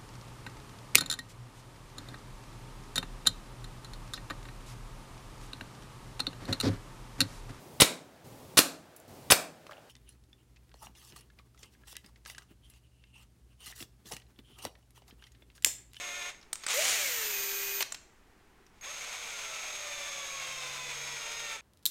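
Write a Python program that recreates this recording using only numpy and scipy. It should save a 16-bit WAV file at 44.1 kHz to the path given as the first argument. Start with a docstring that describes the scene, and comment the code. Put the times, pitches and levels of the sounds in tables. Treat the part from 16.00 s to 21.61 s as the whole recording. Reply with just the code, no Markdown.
"""A cordless drill whines and rattles as it slowly turns a tap through a small metal part in a workshop.
It is switched over, backs out in a loud burst, brakes, then cuts forward again, slowing under load.
Gear meshes and motor poles sound at multiples of the shaft speed, and tooth impacts excite the body.
The speed controller makes the windings whistle; switch, spindle lock and tap click.
Short reverberation surrounds the drill, over quiet room noise and a faint hum."""
import sys
import numpy as np
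from scipy import signal
from scipy.fft import rfft, irfft, next_fast_len
from scipy.io import wavfile

SR = 44100
rng = np.random.default_rng(int(sys.argv[2]) if len(sys.argv) > 2 else 0)


def master(y):
    """Save y as 16-bit WAV."""
    cut = np.clip(np.atleast_2d(y).T, -1, 1)
    pcm = np.round(cut * 32767)  # scale
    wavfile.write(sys.argv[1], SR, pcm.astype(np.int16))


N = 247401
T = np.arange(N) / SR

# runs of the drill: (trigger pressed [s], let go [s], base gear level [dB], attack [s], run-down [s])
FIRST_RUN = (-.5, .3, -42.1, .04, .1)
BACK_OUT = (.665, 1.82, -36.4, .04, .04)
SECOND_RUN = (2.801, 5.56, -41.4, .045, .2)
# speed that trigger and load allow while backing out: (time [s], speed [turns/s])
BACK_OUT_SPEED = [(.76, 65.5), (.865, 90.5), (1, 67), (1.11, 55), (1.24, 47.4), (1.38, 44.2)]
# radiation of the drill body, running forward or coasting: (frequency [Hz], gain [dB])
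FORWARD_BODY = [(200, -62), (400, -21.5), (560, -11), (900, -9), (1300, -6.5), (1800, -8.5), (2300, 0.5),
                (2950, -7.5), (3650, -4.5), (4500, -11), (6900, -9), (8200, -13), (10500, -23),
                (15500, -31.5)]
WHISTLE_ATTACK_S, WHISTLE_RELEASE_S = .0066, .012


def from_db(db):
    """Amplitude ratio of a level in decibels."""
    return 10 ** (np.asarray(db) / 20)


def rms_one(x):
    """Normalisation to unit power."""
    return x / np.sqrt(np.mean(x ** 2) + 1e-20)


def at_hz(points, hz):
    """Interpolation on a logarithmic frequency axis."""
    f, value = np.transpose(points)
    return np.interp(np.log(hz + 1e-3), np.log(f), value)


def colour(x, spectrum):
    """Filtering as multiplication in the frequency domain."""
    n = next_fast_len(len(x) + 2048)
    gain = from_db(at_hz(spectrum, np.fft.rfftfreq(n, 1 / SR)))
    return irfft(rfft(x, n) * gain, n)[:len(x)]


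def drift(corner_hz):
    """Slow random fluctuation: low-passed noise of unit power."""
    pole = np.exp(-80 * np.pi * corner_hz / SR)
    noise = rng.standard_normal(N // 40 + 2002)
    slow = signal.lfilter([1], [1, -2 * pole, pole * pole], noise)[2000:]
    return np.interp(np.arange(N) / 40, np.arange(len(slow)), rms_one(slow))


def angle(hz):
    """Phase as the integral of frequency."""
    return 2 * np.pi * np.cumsum(hz) / SR


def held(start, stop, level_db, attack_s, release_s):
    """Envelope: quadratic rise, hold, then exponential decay of 60 dB in the release time."""
    rise = np.clip((T - start) / attack_s, 0, 1) ** 2
    return rise * from_db(level_db - 60 * np.clip((T - stop) / release_s, 0, 2))


def background():
    """Superposition of steady room noise and a swelling hum with a partial a fifth above."""
    # swells of the hum: (start [s], stop [s], level [dB], attack [s], release [s])
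    swells = [(3.3, 5.14, -60.5, 1.6, 0.44), (5.25, 5.42, -68, .12, .7)]
    # room noise spectrum: (frequency [Hz], relative level [dB])
    noise_spectrum = [(20, -1.5), (40, -7), (62, -8), (120, -13.5), (300, -14), (400, -12.5), (570, -23),
                      (750, -17.5), (1100, -20), (2100, -22), (4000, -31.5), (8000, -35), (16000, -43)]
    phase = 2 * np.pi * 138 * T
    partials = np.sin(phase) + from_db(-13.5) * np.sin(phase * 3 / 2)
    hum = np.sqrt(2) * sum(held(*swell) for swell in swells) * partials
    return hum + from_db(-61.5) * rms_one(colour(rng.standard_normal(N), noise_spectrum))


def reverberation(x):
    """Convolution with the workshop's diffuse field, which decays exponentially in each band."""
    # decay of the room: (frequency [Hz], reverberation time [s])
    room_t60 = [(200, 0.85), (1000, 0.52), (4000, 0.43), (8000, 0.51), (12000, 0.24)]
    t, tail = np.arange(SR * 3 // 4) / SR, 0
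    edges_hz = np.geomspace(450, 13000, 8)
    for low, high in zip(edges_hz, edges_hz[1:]):
        bandpass = signal.butter(2, [low, high], "band", fs=SR, output="sos")
        band = signal.sosfilt(bandpass, rng.standard_normal(len(t)))
        decay = from_db(-60 * t / at_hz(room_t60, np.sqrt(low * high)))
        tail = tail + band * decay * (t > .004)
    return signal.fftconvolve(x, tail / np.linalg.norm(tail))[:N]


def clicks(ring_width_hz=450, body_t60=.089, body_db=-17):
    """Impact excitation: milliseconds of chatter leave the housing and one hard part ringing."""
    # direction switch, spindle lock and tap: (time [s], relative peak [dB], ring frequency [Hz],
    # relative ring level [dB], treble gain [dB], chatter length [s])
    impacts = [(0.347, -38, 2410, 9, -21, 0.0017), (0.413, -47, 5500, 5, -5, 0.0046),
               (0.428, -44.5, 5240, -9, -10, 0.0058), (0.5298, -18, 8600, -4, 12, 0.0041),
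               (0.556, -27, 7950, -10, 8, 0.0018), (0.636, -32, 5260, -20, -4, 0.012),
               (.665, -18, 8200, 2, -3.5, 0.0042), (0.686, -19.5, 7900, 6, -4, 0.0024),
               (1.806, -16, 2310, -9, 1, 0.003), (1.825, -16.5, 4040, -7, 1, 0.0037),
               (1.922, -22.5, 7420, 3, 2, 0.0041), (1.9453, -28, 4100, -21, -2.5, 0.0054),
               (2.665, -49, 5650, -1, 3, 0.0053), (2.811, -41, 2200, -10, 5, 0.0027)]
    # response of the struck housing: (frequency [Hz], gain [dB])
    housing = [(200, -16.5), (500, -5), (1300, 4.5), (2300, 5), (2900, 4), (3800, 4), (5000, 4),
               (7500, 0.5), (10000, -8), (15500, -17)]
    out, t = np.zeros(N + SR), np.arange(SR // 8) / SR
    for time, peak_db, ring_hz, ring_db, treble_db, length in impacts:
        envelope = np.exp(-(t / length) ** 2) + from_db(body_db - 60 * t / body_t60)
        spectrum = [(hz, db + treble_db * (hz > 6000)) for hz, db in housing]
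        chatter = colour(envelope * rng.standard_normal(len(t)), spectrum)
        ring = signal.lfilter(*signal.iirpeak(ring_hz, ring_hz / ring_width_hz, fs=SR), chatter)
        click = chatter + from_db(ring_db + 10) * ring
        click /= 3 * np.std(click[:SR // 500])  # the first 2 ms peak near one
        at = round(time * SR)
        out[at:at + len(t)] += from_db(peak_db + .5) * click
    return out[:N]


def motor_speed(spin_up_s=.05):
    """Inertia: the speed [turns/s] rises and runs down exponentially; it dips where the tap catches."""
    # speed that trigger and load allow in the forward runs: (time [s], speed [turns/s])
    first_speed = [(0, 59.8)]
    second_speed = [(2.9, 120), (3.18, 126), (3.39, 114.8), (3.6, 108), (3.88, 100.7), (4.37, 91.6),
                    (4.86, 83.6), (5.42, 77.2), (5.56, 74)]
    # catches of the tap: (time [s], speed lost [turns/s], half length [s])
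    snags = [(.11, 1.2, .03), (.23, 1.4, .03), (4.67, 1.2, .05), (4.99, 2.7, .06), (5.26, 2.4, .07)]
    speed = np.ones(N)
    for run, curve in (FIRST_RUN, first_speed), (BACK_OUT, BACK_OUT_SPEED), (SECOND_RUN, second_speed):
        start, stop, _, _, run_down_s = run
        allowed = np.interp(T, *np.transpose(curve))
        spin_up = 1 - np.exp(-np.maximum(T - start, 0) / spin_up_s)
        run_down = np.exp(-np.maximum(T - stop, 0) / run_down_s)
        speed = np.maximum(speed, allowed * spin_up * run_down)
    return speed - sum(lost * np.exp(-((T - time) / length) ** 2) for time, lost, length in snags)


def whistle(switch_hz, speed, tones, waver_db):
    """Modulation: the windings sing at the switching rate, with sidebands from the turning rotor."""
    out = 0
    for harmonic, sideband, level_db, wobble in tones:
        gain = from_db(level_db + waver_db * drift(25))
        out = out + gain * np.sin(angle(harmonic * switch_hz + sideband * speed) + wobble * drift(60))
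    return np.sqrt(2) * out


def rattle(speed, body, knock_db, throb, flutter_db):
    """Friction and impact noise of gear teeth, amplitude-modulated six times a turn by the motor poles."""
    turn = angle(speed)
    knocks = (rng.random(N) < 9 * speed / SR) * rng.standard_normal(N)
    contact = rng.standard_normal(N) + from_db(knock_db) * rms_one(knocks)
    push = 1 + throb * np.cos(6 * turn + .6 * drift(20))
    # the planet carrier runs slightly out of true
    sway = from_db(flutter_db * (drift(44) + .34 * np.sin(turn / 11)))
    return rms_one(colour(contact * push * sway, body))


def whine(speed, tones, resonances, loaded_speed, waver_db, bite_db):
    """Forced vibration at multiples of the speed, raised by housing resonances and cleaner under load."""
    turn, out = angle(speed), 0
    easing = np.log2(speed / loaded_speed)  # doublings of speed as the load eases
    for multiple, level_db, wobble, loss_db in tones:
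        load_db = -loss_db * np.maximum(easing, 0) - bite_db * np.clip(easing, -1, 0)
        gain = from_db(level_db + load_db + at_hz(resonances, multiple * speed) + waver_db * drift(11.7))
        out = out + gain * np.sin(multiple * turn + wobble * speed / loaded_speed * drift(33))
    return np.sqrt(2) * out


def coasting(speed):
    """Backlash: the unloaded gears rattle as they coast, creep or are braked."""
    # spells of loose rattle: (start [s], stop [s], level [dB], attack [s], release [s])
    spells = [(.3, .43, -66, .02, .3), (.54, .665, -47.5, .125, .05), (.662, .745, -35.5, .02, .15),
              (1.797, 1.825, -34, .013, .04), (1.83, 1.84, -62, .01, .45), (2.7, 2.8, -64, .07, .05)]
    envelope = sum(held(*spell) for spell in spells)
    return envelope * rattle(speed, FORWARD_BODY, knock_db=-2, throb=.3, flutter_db=1.5)


def forward(speed, entry_db=-3.5, bite_s=.2):
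    """Gear meshing under cutting load: whine over rattle, with the whistle of a light trigger."""
    # gear and pole tones: (multiple of speed, relative level [dB], wobble [rad], loss [dB/doubling])
    gear_tones = [(3.86, -13.5, .2, 0), (4.82, -21, .2, 0), (5.78, -11.5, .2, 0), (6, -20, .2, 8),
                  (6.75, -20, .2, 0), (7.7, -16, .3, 10), (9.62, -18, .3, 35), (9.81, -21, .3, 30),
                  (12, -9.5, .2, 12), (18, -14, .4, 10), (24, -12, .35, 8), (30, -11.5, .6, 45),
                  (35.9, -8.5, .5, 16), (41.9, -11, .6, 50), (47.9, -11, .8, 50), (53.8, -13, 1.1, 40),
                  (59.8, -14, 1.1, 40), (65.9, -12, .9, 40)]
    # response of the gear housing: (frequency [Hz], gain [dB])
    resonances = [(300, -24), (400, -14), (590, -4), (800, -13), (980, -9), (1120, 0), (1230, -8.5),
                  (1350, 0.5), (1520, -9), (1800, 0), (2150, -2), (2650, -0.5), (3000, -14.5), (3500, 0.5),
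                  (4400, -18), (5200, -2), (6000, -16)]
    # whistle on a light trigger: (start [s], stop [s], level [dB])
    presses = [(-.5, .292, -45.6), (.618, .645, -51), (2.808, 5.56, -46.7)]
    # switching tones: (harmonic, sideband [multiples of speed], relative level [dB], wobble [rad])
    switching_tones = [(1, 0, -3, .1), (1, 4, -14, .6), (1, -4, -28.5, .6), (2, -2, -21.5, 1.2),
                       (2, 2, -25, 1.2)]
    gears = from_db(-.92) * rattle(speed, FORWARD_BODY, knock_db=-9, throb=.15, flutter_db=1.02)
    gears += whine(speed, gear_tones, resonances, loaded_speed=92, waver_db=1.8, bite_db=4)
    switch_hz = 6562 - 1.2 * speed
    trigger = sum(held(*press, WHISTLE_ATTACK_S, WHISTLE_RELEASE_S) for press in presses)
    controller = trigger * whistle(switch_hz, speed, switching_tones, waver_db=.5)
    # the gears are quieter until the tap has bitten
    entry = from_db(entry_db * np.exp(-np.abs(T - SECOND_RUN[0]) / bite_s))
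    return (held(*FIRST_RUN) + held(*SECOND_RUN) * entry) * gears + controller


def reverse(speed, db_per_doubling=6, freeing_db_per_s=5, growl_db=-51):
    """Gear meshing in reverse: harsh rattle and whine, with the growl and whistle of a deep trigger."""
    # radiation of the drill body and response of the gear housing: (frequency [Hz], gain [dB])
    body = [(200, -21.5), (400, -14.5), (620, -10.5), (900, -9.5), (1600, -2), (2300, 3), (3000, 0),
            (5000, -3), (7000, 3), (8200, -5), (9500, -5), (10600, -10.5), (15500, -16)]
    resonances = [(200, -25), (310, -30), (400, -5.5), (800, -1.5), (1100, -7), (1600, -1.5), (2250, 6),
                  (3200, -1.5), (4800, 0), (6400, 5), (8000, -6)]
    # gear and pole tones: (multiple of speed, relative level [dB], wobble [rad], loss [dB/doubling])
    gear_tones = [(6.03, -17, .3, 0), (12, -19, .2, 10), (18, -20, .3, 10), (21, -18, .3, 10),
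                  (24, -19, .3, 8), (26, -15, .3, 4), (30, -20, .4, 12), (36, -13, .2, -2),
                  (45, -19, .6, 12), (56, -12, .7, 18), (108, -13, .4, 90), (144, -12, .9, 90)]
    # deep trigger: (start [s], stop [s], whistle level [dB])
    press = (.735, 1.825, -46)
    # switching tones: (harmonic, sideband [multiples of speed], relative level [dB], wobble [rad])
    switching_tones = [(1, 0, 5, .3), (1, -3, -5, 1.3), (1, 3, -5, 1.3), (1, -9, -7.5, .8), (1, 9, -4, .6),
                       (1, -15, -13, 3), (1, -21, -16, 3), (1, 18, -17, 3)]
    # growl of the current surge at spin-up: (start [s], stop [s], level [dB], attack [s], release [s])
    surge = (.725, .798, -32, .072, .07)
    gears = from_db(2.5) * rattle(speed, body, knock_db=-7.5, throb=.11, flutter_db=.54)
    gears += whine(speed, gear_tones, resonances, loaded_speed=45, waver_db=1.5, bite_db=0)
    # the gearbox is louder the faster it is driven and quietens as the tap works free
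    doublings = np.maximum(np.log2(speed / BACK_OUT_SPEED[-1][1]), 0)
    effort_db = db_per_doubling * doublings - freeing_db_per_s * (T - BACK_OUT[0])
    start, stop, whistle_db = press
    current = held(start, stop, growl_db, WHISTLE_ATTACK_S, WHISTLE_RELEASE_S) + held(*surge)
    growl = current * np.sqrt(2) * np.sin(9 * angle(speed) + .15 * drift(30))
    switch_hz = 13985 + 20 * drift(8) + 35 * drift(200)
    fade_db = .45 * np.maximum(speed - 60, 0)  # near full speed the controller hardly chops
    trigger = held(start, stop, whistle_db - fade_db, WHISTLE_ATTACK_S, WHISTLE_RELEASE_S)
    controller = trigger * whistle(switch_hz, speed, switching_tones, waver_db=1.5)
    return held(*BACK_OUT) * from_db(effort_db) * gears + growl + controller


def scene():
    """Direct and diffuse sound: the drill is close and almost the same left and right."""
    # faint left-right difference of a nearly mono sound: (frequency [Hz], gain [dB])
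    width = [(50, 3), (500, -36.5), (2500, -62), (5000, -62), (9000, -44.5), (15000, -25)]
    speed = motor_speed()
    drill = coasting(speed) + forward(speed) + reverse(speed) + clicks()
    mid = drill + from_db(-14) * reverberation(drill) + background()
    side = colour(reverberation(drill), width)
    return np.array([mid + side, mid - side])


def record(dry):
    """Band limiting: an elliptic low-pass cuts the highest treble steeply."""
    cutoff_hz = 15850
    return signal.sosfilt(signal.ellip(12, .1, 80, cutoff_hz, fs=SR, output="sos"), dry)


dry = scene()
out = record(dry)
master(out)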